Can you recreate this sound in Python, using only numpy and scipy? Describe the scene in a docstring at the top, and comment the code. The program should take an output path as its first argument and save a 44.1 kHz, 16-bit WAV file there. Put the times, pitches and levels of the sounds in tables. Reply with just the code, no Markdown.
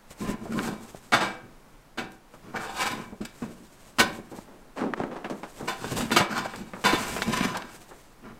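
"""Outdoors at a steel meter box, one microphone: a worker draws thick cables up a conduit, hand over hand.
The cables judder and scrape in the pipe (trains of tiny friction slips), bump it and slap the box,
whose panels colour, echo and ring. Sharp taps and brief panel pings stand out; sleeves rustle (shaped
noise) and boots scuff the frozen ground in muffled grains, over quiet, wavering outdoor air."""
import sys
import numpy as np
from scipy import signal
from scipy.fft import rfft, irfft
from scipy.io import wavfile
from scipy.ndimage import uniform_filter1d, map_coordinates

SR = 44100
rng = np.random.default_rng(int(sys.argv[2]) if len(sys.argv) > 2 else 0)


def wav_record(signal):
    """Record a signal, one row per channel, as 16-bit PCM in the file named by sys.argv[1]."""
    frames = np.transpose(np.atleast_2d(signal))
    bounded = np.clip(frames, -1, 1)
    # unit amplitude maps onto the largest positive 16-bit level
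    quanta = np.round(bounded * 32767).astype(np.int16)
    wavfile.write(sys.argv[1], SR, quanta)


N = 369999  # length in samples

# hollow rumble of the conduit: frequency_hz [Hz], relative level_db [dB per Hz]
PIPE_COLOUR = [(29, -35), (50, -6), (64, -27.5), (118, -6.5), (151, -7), (188, -1.5), (232, 2.5),
               (268, -7.5), (399, -8.5), (549, -18.5), (700, -19), (910, -46), (1540, -120)]


def amp(db):
    """Amplitude factor of a level in dB."""
    return 10 ** (np.asarray(db) / 20)


def unit(x):
    """x scaled to an RMS of 1."""
    return x / np.sqrt(np.mean(x ** 2) + 1e-20)


def along(points, hz):
    """Values between (Hz, value) points, read on a log frequency axis."""
    point_hz, values = np.transpose(points)
    return np.interp(np.log(hz + 1), np.log(point_hz + 1), values)


def wobble(rate):
    """A smooth random curve, rate knots a second."""
    knots = rng.standard_normal(int(N * rate / SR) + 4)
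    return map_coordinates(knots, [np.arange(N) * rate / SR])


def response(colour, size=8192):
    """Causal (minimum-phase) impulse response of energy 1 for a colour, dB as a function of Hz."""
    cepstrum = irfft(np.log(amp(colour(np.fft.rfftfreq(size, 1 / SR))) + 1e-6))
    # folding the cepstrum forward puts the energy as early as possible
    cepstrum[1:size // 2] *= 2
    cepstrum[size // 2 + 1:] = 0
    ir = irfft(np.exp(rfft(cepstrum)))[:size // 2]
    return ir / np.linalg.norm(ir)


def through(x, ir):
    """x heard through an impulse response."""
    return signal.fftconvolve(x, ir)[:len(x)]


def butter(x, edge_hz, kind, order):
    """A gentle causal filter."""
    return signal.sosfilt(signal.butter(order, edge_hz, kind, fs=SR, output="sos"), x)


def dull(hz, corner_hz, sharpness):
    """A springy contact: sharpness sets its gain at the corner; 12 dB an octave are lost well above."""
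    ratio = hz / corner_hz
    return -10 * np.log10((1 - ratio ** 2) ** 2 + (ratio / sharpness) ** 2)


def slips(rate, spread_db, smooth, size=N):
    """Friction: tiny slips of uneven size, rate a second, over a share of smooth hiss."""
    sizes = amp(spread_db * np.clip(rng.standard_normal(size), -2, 2)) * rng.choice([-1, 1], size)
    happens = rng.random(size) < rate / SR
    return unit(unit(sizes * happens) + smooth * rng.standard_normal(size))


def swell(rise, fall):
    """Force of one contact: it builds up in rise seconds, then dies away with time constant fall."""
    t = np.arange(SR // 2) / SR
    return np.minimum(t / rise, 1) * np.exp(-np.maximum(t - rise, 0) / fall)


def even(x, size=600):
    """Noise with its chance swells taken out, so that a short blow keeps its strength."""
    power = np.abs(uniform_filter1d(x ** 2, size))
    return x / np.sqrt(power + 1e-12)


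def add(track, s, sound):
    """Lay a sound into a track at time s."""
    part = track[round(s * SR):][:len(sound)]
    part += sound[:len(part)]


def pulls():
    """Each tug gathers speed, holds and dies away: it scrapes the box rim and judders in the pipe."""
    # tugs that slide the cables up the pipe: start_s [s], rise_s [s], hold_s [s], fall_s [s],
    # relative scrape_db [dB], relative judder_db [dB], brightness_db [dB, treble against body of the scrape]
    tugs = [(0.208, 0.01, .11, 0.029, -37, -35, -12), (0.359, 0.079, 0.057, 0.024, -53, -39.5, 3),
            (0.501, 0.029, .16, 0.066, -35.5, -32, -5.5), (2.432, 0.011, .06, 0.043, -49.5, -47.5, -6),
            (2.531, 0.025, 0.12, 0.077, -31.5, -49.5, -6.5), (2.739, 0.045, 0.099, 0.042, -29.5, -55, 3),
            (2.9, 0.028, 0.029, 0.085, -42, -36.5, -17), (5.79, .05, 0.023, .03, -38, -36, 6.5),
            (5.894, 0.024, 0.097, 0.09, -40.5, -34, 6.5), (6.273, 0.035, 0.096, 0.066, -33.5, -37, 2.5),
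            (6.545, 0.034, 0.032, 0.068, -45, -40.5, 0.5), (6.956, 0.026, 0.31, 0.021, -41, -40.5, 6),
            (7.25, 0.12, 0.084, 0.087, -31, -33, 3.5), (8.216, 0.034, 0.065, 0.055, -48, -47.5, -20)]
    grip_per_s = 22  # knots a second
    t = np.arange(N) / SR
    judder, scrape, edge = np.zeros((3, N))
    grip = amp(1.05 * wobble(grip_per_s))  # the cable jacket catches and lets go
    for s, rise, hold, fall, scrape_db, judder_db, bright_db in tugs:
        dying = np.exp(-np.maximum(t - s - rise - hold, 0) / fall)
        speed = grip * np.clip((t - s) / rise, 0, 1) * dying
        judder += speed * amp(judder_db)
        scrape += speed * amp(scrape_db)
        edge += speed * amp(scrape_db + bright_db)

    friction = slips(rate=1800, spread_db=4.5, smooth=0.61)
    grit = butter(friction * amp(3.24 * wobble(60)), 420, "high", order=2)
    # the jacket rasps in a band that climbs as it is dragged harder
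    hard = np.clip(scrape / amp(-28.0), 0, 1) ** 2
    low_rasp = butter(grit, [950, 1300], "band", order=1)
    high_rasp = butter(grit, [1400, 2300], "band", order=1)
    rasp = (1 - hard) * low_rasp + hard * high_rasp
    soft = butter(grit, 1740, "low", order=1)
    body = amp(-2.5) * soft + amp(-6.5) * rasp
    force = scrape * body + amp(-0.5) * edge * (grit - soft)

    pipe = response(lambda hz: along(PIPE_COLOUR, hz))
    rumble = unit(through(slips(rate=380, spread_db=1.5, smooth=0.42), pipe))
    unsteady = amp(1.5 + 1.0 * wobble(grip_per_s))
    return force, unsteady * judder * rumble


def bumps():
    """The heavy cable knocks the pipe, which booms briefly."""
    # dull bumps of the cable against the pipe: start_s [s], level_db [dB], fall_s [s]
    knocks = [(.204, -31, .012), (.289, -22, 0.014), (.57, -27, 0.013), (1.127, -37, 0.13),
              (1.428, -45, 0.058), (1.982, -36.5, 0.074), (2.855, -36.5, 0.016), (3.123, -35, .012),
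              (3.205, -27.5, 0.023), (3.419, -28, 0.035), (3.489, -42, 0.062), (3.6, -47, 0.066),
              (3.993, -28, 0.09), (4.187, -33.5, 0.014), (5.626, -31, 0.015), (5.918, -28, 0.0048),
              (6.115, -21.5, 0.027), (6.734, -38.5, 0.047), (6.932, -16.5, .011), (7.273, -23.5, 0.036),
              (7.407, -18, 0.0071)]
    out = np.zeros(N)
    pipe = response(lambda hz: along(PIPE_COLOUR, hz))
    for s, db, fall in knocks:
        push = swell(0.003, fall)
        noise = rng.standard_normal(len(push) + len(pipe) - 1)
        boom = even(signal.fftconvolve(noise, pipe, "valid"))
        add(out, s, amp(db) * push * boom)
    return out


def slaps():
    """The stiff cables chatter briefly against the steel, each slap with its own brightness."""
    # cable slaps on the box: start_s [s], relative level_db [dB], rise_s [s], fall_s [s],
    # brightness_db [dB per octave, flattening below 1500 Hz]
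    blows = [(1.121, -9.5, 0.017, 0.026, -3), (1.204, -18, 0.006, 0.049, -3),
             (1.974, -23.5, 0.011, 0.027, -2.5), (2.54, -23, 0.0016, 0.034, -18),
             (3.21, -38.5, .003, 0.028, -0.5), (3.25, -33, .004, 0.0023, 5),
             (3.418, -31.5, 0.0045, 0.026, -5.5), (3.985, -11.5, .02, 0.012, 0),
             (5.676, -22, 0.0048, .031, 0), (6.113, -22, 0.0041, 0.029, 2.5),
             (6.162, -11, 0.0041, 0.025, 1), (6.2, -8, 0.0094, 0.0093, -9.5), (6.84, -15, .012, .052, 0),
             (6.923, -21, 0.0037, 0.037, 0), (7.221, -23.5, 0.0029, 0.0064, 2.5),
             (7.545, -20, 0.0045, 0.02, -6.5)]
    force = np.zeros(N)
    for s, db, rise, fall, bright_db in blows:
        push = swell(rise, fall)
        touching = np.arange(len(push)) < rise * SR
        push = np.maximum(push, amp(-6.5) * touching)  # the first touch is abrupt
        chatter = slips(rate=4000, spread_db=1.5, smooth=0.57, size=len(push))
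        octaves = np.log2(1 + np.minimum(np.fft.rfftfreq(len(push), 1 / SR), 9000) / 1500)
        tilt = amp(bright_db * (octaves - 0.3))
        add(force, s, amp(db) * push * irfft(rfft(chatter) * tilt, len(push)))
    return butter(force, 430, "high", order=1)


def box(force, tail, ring_db, flutter_db):
    """Steel panels: broad resonances, quick echoes inside the box, then the ringing tail."""
    # colour of the steel box: frequency_hz [Hz], relative level_db [dB per Hz]
    steel_colour = [(60, -7), (130, -4), (250, -9.5), (550, -15), (1000, -7.5), (1600, -17), (2100, -17.5),
                    (3500, -20), (8000, -25), (10000, -33), (13500, -34), (15500, -46)]
    # its broad panel resonances: frequency_hz [Hz], width_hz [Hz], boost_db [dB above that colour]
    resonances = [(197, 34, 13), (302, 131, 6.5), (442, 40, 4.5), (509, 69, 7), (610, 100, 5), (778, 89, 9),
                  (900, 99, 0.5), (1012, 82, 7.5), (1190, 20, -2), (1278, 83, 5), (1445, 130, 8),
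                  (1581, 124, 7.5), (1800, 250, 6.5), (2309, 170, 6.5), (2650, 300, 4), (2930, 270, 4.5),
                  (3400, 120, 1), (3548, 37, 12), (3890, 160, 4), (4660, 200, 3), (4870, 590, 2),
                  (5920, 65, -0.5), (7225, 64, 9), (8100, 480, 5)]

    def colour(hz):
        peaks = sum(db / (1 + (2 * (hz - f) / width) ** 2) for f, width, db in resonances)
        return along(steel_colour, hz) + peaks

    panels = response(colour)
    out = through(force, panels) + amp(ring_db) * through(force, through(tail, panels))
    # the echo pattern shifts as the contact point wanders
    place = 2 * np.pi * np.arange(N) / SR + wobble(3)
    for share in (np.cos(place), np.sin(place)):
        fading = np.exp(-np.arange(len(tail)) / SR / 0.0062)
        inside = rng.standard_normal(len(tail)) * fading
        inside = butter(inside / np.linalg.norm(inside), 850, "high", order=1)
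        out += amp(flutter_db) * through(force * share, through(inside, panels))
    return out


def ring(clear_db, spread_db, count=520):
    """Free ringing of sheet steel: a few clear modes among hundreds of weaker, evenly crowded ones."""
    # how long the panels ring: frequency_hz [Hz], t60_s [s to fall by 60 dB]
    ring_times = [(150, 0.87), (400, 0.51), (1500, 0.45), (4000, 0.36), (8000, 0.087), (15000, 0.16)]
    # the clearest long-ringing modes of the box: frequency_hz [Hz], relative level_db [dB]
    clear_modes = [(323, -1.5), (506, -4), (673, -1.5), (1043, -14), (1443, -13), (1499, -4), (1590, -1.5),
                   (1798, -3), (2226, 4), (2303, 5.5), (2649, -3.5), (2853, -14), (3401, -5), (3590, -10),
                   (3811, 5), (4226, -3), (4447, -3), (4969, -9), (5017, 4), (5106, -3), (5523, -2),
                   (5741, -15), (5879, 4), (6112, 2)]
    t = np.arange(SR * 3 // 4) / SR
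    fine_hz = 300 + 14500 * (np.arange(count) + rng.random(count)) / count
    fine_gain = amp(spread_db * np.clip(rng.standard_normal(count), -2, 2))

    def decay(hz):  # time constant in seconds
        return along(ring_times, hz) / np.log(1000)

    def mode(hz, phase):
        return np.cos((2 * np.pi * hz * t + phase).astype("f")) * np.exp((-t / decay(hz)).astype("f"))

    fine = sum(gain * mode(hz, 2 * np.pi * rng.random()) for hz, gain in zip(fine_hz, fine_gain))
    # a mode that rings longer starts lower
    clear = sum(amp(clear_db + db) * 2 / (decay(hz) * SR) * mode(hz, 0) for hz, db in clear_modes)
    return fine / np.linalg.norm(fine) + clear


def pings(waver=0.021):
    """Brief pings: a contact sets one panel resonance ringing, its pitch slightly unsteady."""
    # short pings of the panels: start_s [s], level_db [dB], pitch_hz [Hz], fall_s [s]
    panel_pings = [(.213, -37.5, 1034, 0.031), (.548, -39.5, 1062, 0.083), (2.775, -32, 1014, 0.017),
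                   (3.991, -20, 1497, 0.026)]
    out = np.zeros(N)
    for s, db, hz, fall in panel_pings:
        push = swell(0.014, fall)
        pitch_hz = hz * (1 + waver * wobble(315)[:len(push)])
        phase = 2 * np.pi * np.cumsum(pitch_hz) / SR
        add(out, s, amp(db) * push * unit(np.sin(phase)))
    return out


def taps(rattle):
    """One sharp push followed by a very short rattle; the springy contact takes off treble and bass."""
    # short taps and snaps: start_s [s], peak_db [dB], dull_above_hz [Hz], fall_s [s]
    snaps = [(.456, -28.5, 910, 0.021), (0.591, -15, 3300, .002), (.947, -27, 785, .005),
             (2.12, -37, 12100, .0027), (2.338, -37, 1620, 0.017), (3.124, -34.5, 810, .017),
             (3.996, -9.5, 10900, .018), (4.387, -27.5, 1000, 0.0035), (4.937, -12, 2160, 0.0035),
             (5.001, -16.5, 900, 0.0032), (5.036, -20, 1700, 0.0058), (5.246, -22.5, 2380, 0.014),
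             (5.299, -32, 8500, 0.021), (5.433, -26, 2220, .006), (5.844, -19, 1380, 0.0019),
             (6.008, -21, 3500, 0.0057), (6.107, -18, 2200, 0.0026), (6.379, -24, 8900, .003),
             (6.457, -20.5, 1210, 0.004), (6.537, -25.5, 2060, 0.016), (6.56, -26.5, 8800, 0.0046),
             (6.735, -27.5, 2130, 0.018), (6.766, -32, 1330, 0.036), (7.165, -18, 2510, 0.012),
             (7.189, -21, 1970, 0.004), (7.2205, -9, 3380, 0.0031), (7.409, -16, 3540, 0.0033),
             (7.571, -20, 10000, 0.0064), (7.622, -27.5, 4000, 0.0042), (7.911, -34, 1560, 0.028)]
    out, t = np.zeros(N), np.arange(SR // 8) / SR
    for s, db, corner_hz, fall in snaps:
        force = rattle * rng.standard_normal(len(t)) * np.exp(-t / fall)
        force[0] = -1  # the sharp push

        def contact(hz):
            body = 2 * dull(hz, corner_hz, sharpness=0.69)
            treble_floor = -32 + dull(hz, 2.9 * corner_hz, sharpness=0.93)
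            bass_loss = dull(corner_hz / 6, hz + 1, sharpness=0.88)  # swapped: a low cut
            return np.maximum(body, treble_floor) + bass_loss

        tap = through(force, response(contact))
        add(out, s, amp(db) * tap / np.abs(tap).max())
    return out


def steps():
    """Boots crush the frozen ground in muffled grains."""
    # full footfalls: start_s [s], level_db [dB]
    footfalls = [(4.758, -31.5), (4.957, -35)]
    # each rolls from heel to sole to full weight, ever duller:
    # delay_s [s], level_db [dB on the footfall], rise_s [s], fall_s [s], dull_above_hz [Hz]
    roll = [(0, 0, 0.026, 0.057, 1400), (.043, 4, 0.013, 0.032, 620), (.074, 4, 0.0041, 0.069, 270)]
    # light shuffles of a boot: start_s [s], level_db [dB], fall_s [s], dull_above_hz [Hz]
    scuffs = [(4.314, -38, 0.061, 400), (4.475, -48.5, 0.16, 655), (5.109, -35.5, 0.11, 840),
              (5.159, -34.5, .016, 1470), (5.242, -32, 0.031, 915), (5.297, -29, 0.048, 423),
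              (5.43, -34.5, 0.029, 1460), (5.594, -34.5, 0.066, 607)]
    # colour of the ground under a boot: frequency_hz [Hz], relative level_db [dB per Hz]
    ground = [(50, -54), (130, -11), (230, 2.5), (450, 1.5), (1000, 3), (2500, -2.5), (5000, -4),
              (9000, -1), (15000, -31)]
    scuff_rise_s = 0.0025
    out = np.zeros(N)
    contacts = [(s + delay, db + part_db, rise, fall, hz)
                for s, db in footfalls for delay, part_db, rise, fall, hz in roll]
    contacts += [(s, db, scuff_rise_s, fall, hz) for s, db, fall, hz in scuffs]
    for s, db, rise, fall, corner_hz in contacts:
        weight = swell(rise, fall)
        crunch = weight * slips(rate=900, spread_db=0.5, smooth=0.6, size=len(weight))
        muffled = response(lambda hz: along(ground, hz) + dull(hz, corner_hz, sharpness=0.35))
        add(out, s, amp(db) * through(crunch, muffled))
    return out


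def sleeves():
    """Canvas rubs on canvas, swelling and fading with each sweep of the arms."""
    # sweeps of an arm or glove: middle_s [s], length_s [s], relative level_db [dB]
    sweeps = [(0.115, 0.029, -55.5), (0.225, 0.05, -50), (.305, 0.04, -45.5), (0.59, 0.11, -47.5),
              (0.662, 0.1, -51), (0.88, 0.42, -58), (2.146, .05, -64.5), (2.348, 0.024, -59),
              (2.647, 0.061, -50), (2.82, 0.23, -51), (3.4, 0.11, -57.5), (3.69, 0.62, -62),
              (4.127, 0.12, -55), (4.368, 0.069, -55.5), (4.787, .06, -62), (5.637, 0.31, -55),
              (5.974, 0.13, -40), (6.393, .1, -69), (6.59, 0.1, -55), (7.073, 0.23, -42.5),
              (7.766, 0.17, -57), (7.972, 0.16, -59.5)]
    # rustle of the cloth: frequency_hz [Hz], relative level_db [dB per Hz]
    cloth = [(300, 10.5), (1200, 2.5), (3000, -2.5), (5500, -4), (8200, -0.5), (10000, -8.5), (13500, -9.5),
             (15500, -17)]
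    steepness = 1.11  # how quickly the rustle dies towards a sweep's ends
    t = np.arange(N) / SR
    power = np.zeros(N)
    for s, length, db in sweeps:
        from_middle = np.clip(steepness * 2 * (t - s) / length, -20, 20)
        power += (amp(db) / np.cosh(from_middle)) ** 2
    threads = slips(rate=3000, spread_db=3, smooth=0.5)
    weave = through(threads, response(lambda hz: along(cloth, hz)))
    return np.sqrt(power) * amp(6 + 2.85 * wobble(38)) * unit(weave)


def air():
    """A quiet, slowly wavering outdoor background of coloured noise."""
    # still outdoor air: frequency_hz [Hz], relative level_db [dB per Hz]
    air_colour = [(10, -5.5), (20, 0.5), (36, -9), (64, -25.5), (130, -14.5), (274, -16), (500, -21),
                  (1000, -22), (1500, -26), (3500, -35), (8000, -38.5), (15500, -43.5)]
    hush = through(rng.standard_normal(N), response(lambda hz: along(air_colour, hz)))
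    return amp(-53 + 1.2 * wobble(4.1)) * unit(hush)


def scene():
    """Slaps and scrapes sound through the steel box; the other sources are heard directly."""
    scrape, judder = pulls()
    tail = ring(clear_db=16.0, spread_db=1)
    slapped = amp(-2.0) * box(slaps(), tail, ring_db=-10.5, flutter_db=-2.0)
    scraped = amp(-3) * box(scrape, tail, ring_db=-8.5, flutter_db=-0.5)
    cables = slapped + scraped + pings() + judder + bumps()
    return (cables + taps(rattle=0.14) + steps() + sleeves() + air())[None]


def record(dry):
    """The microphone chain passes nothing from its band limit upwards."""
    top_hz = 15800
    return irfft(rfft(dry) * (np.fft.rfftfreq(N, 1 / SR) < top_hz), N)


dry = scene()
out = record(dry)
wav_record(out)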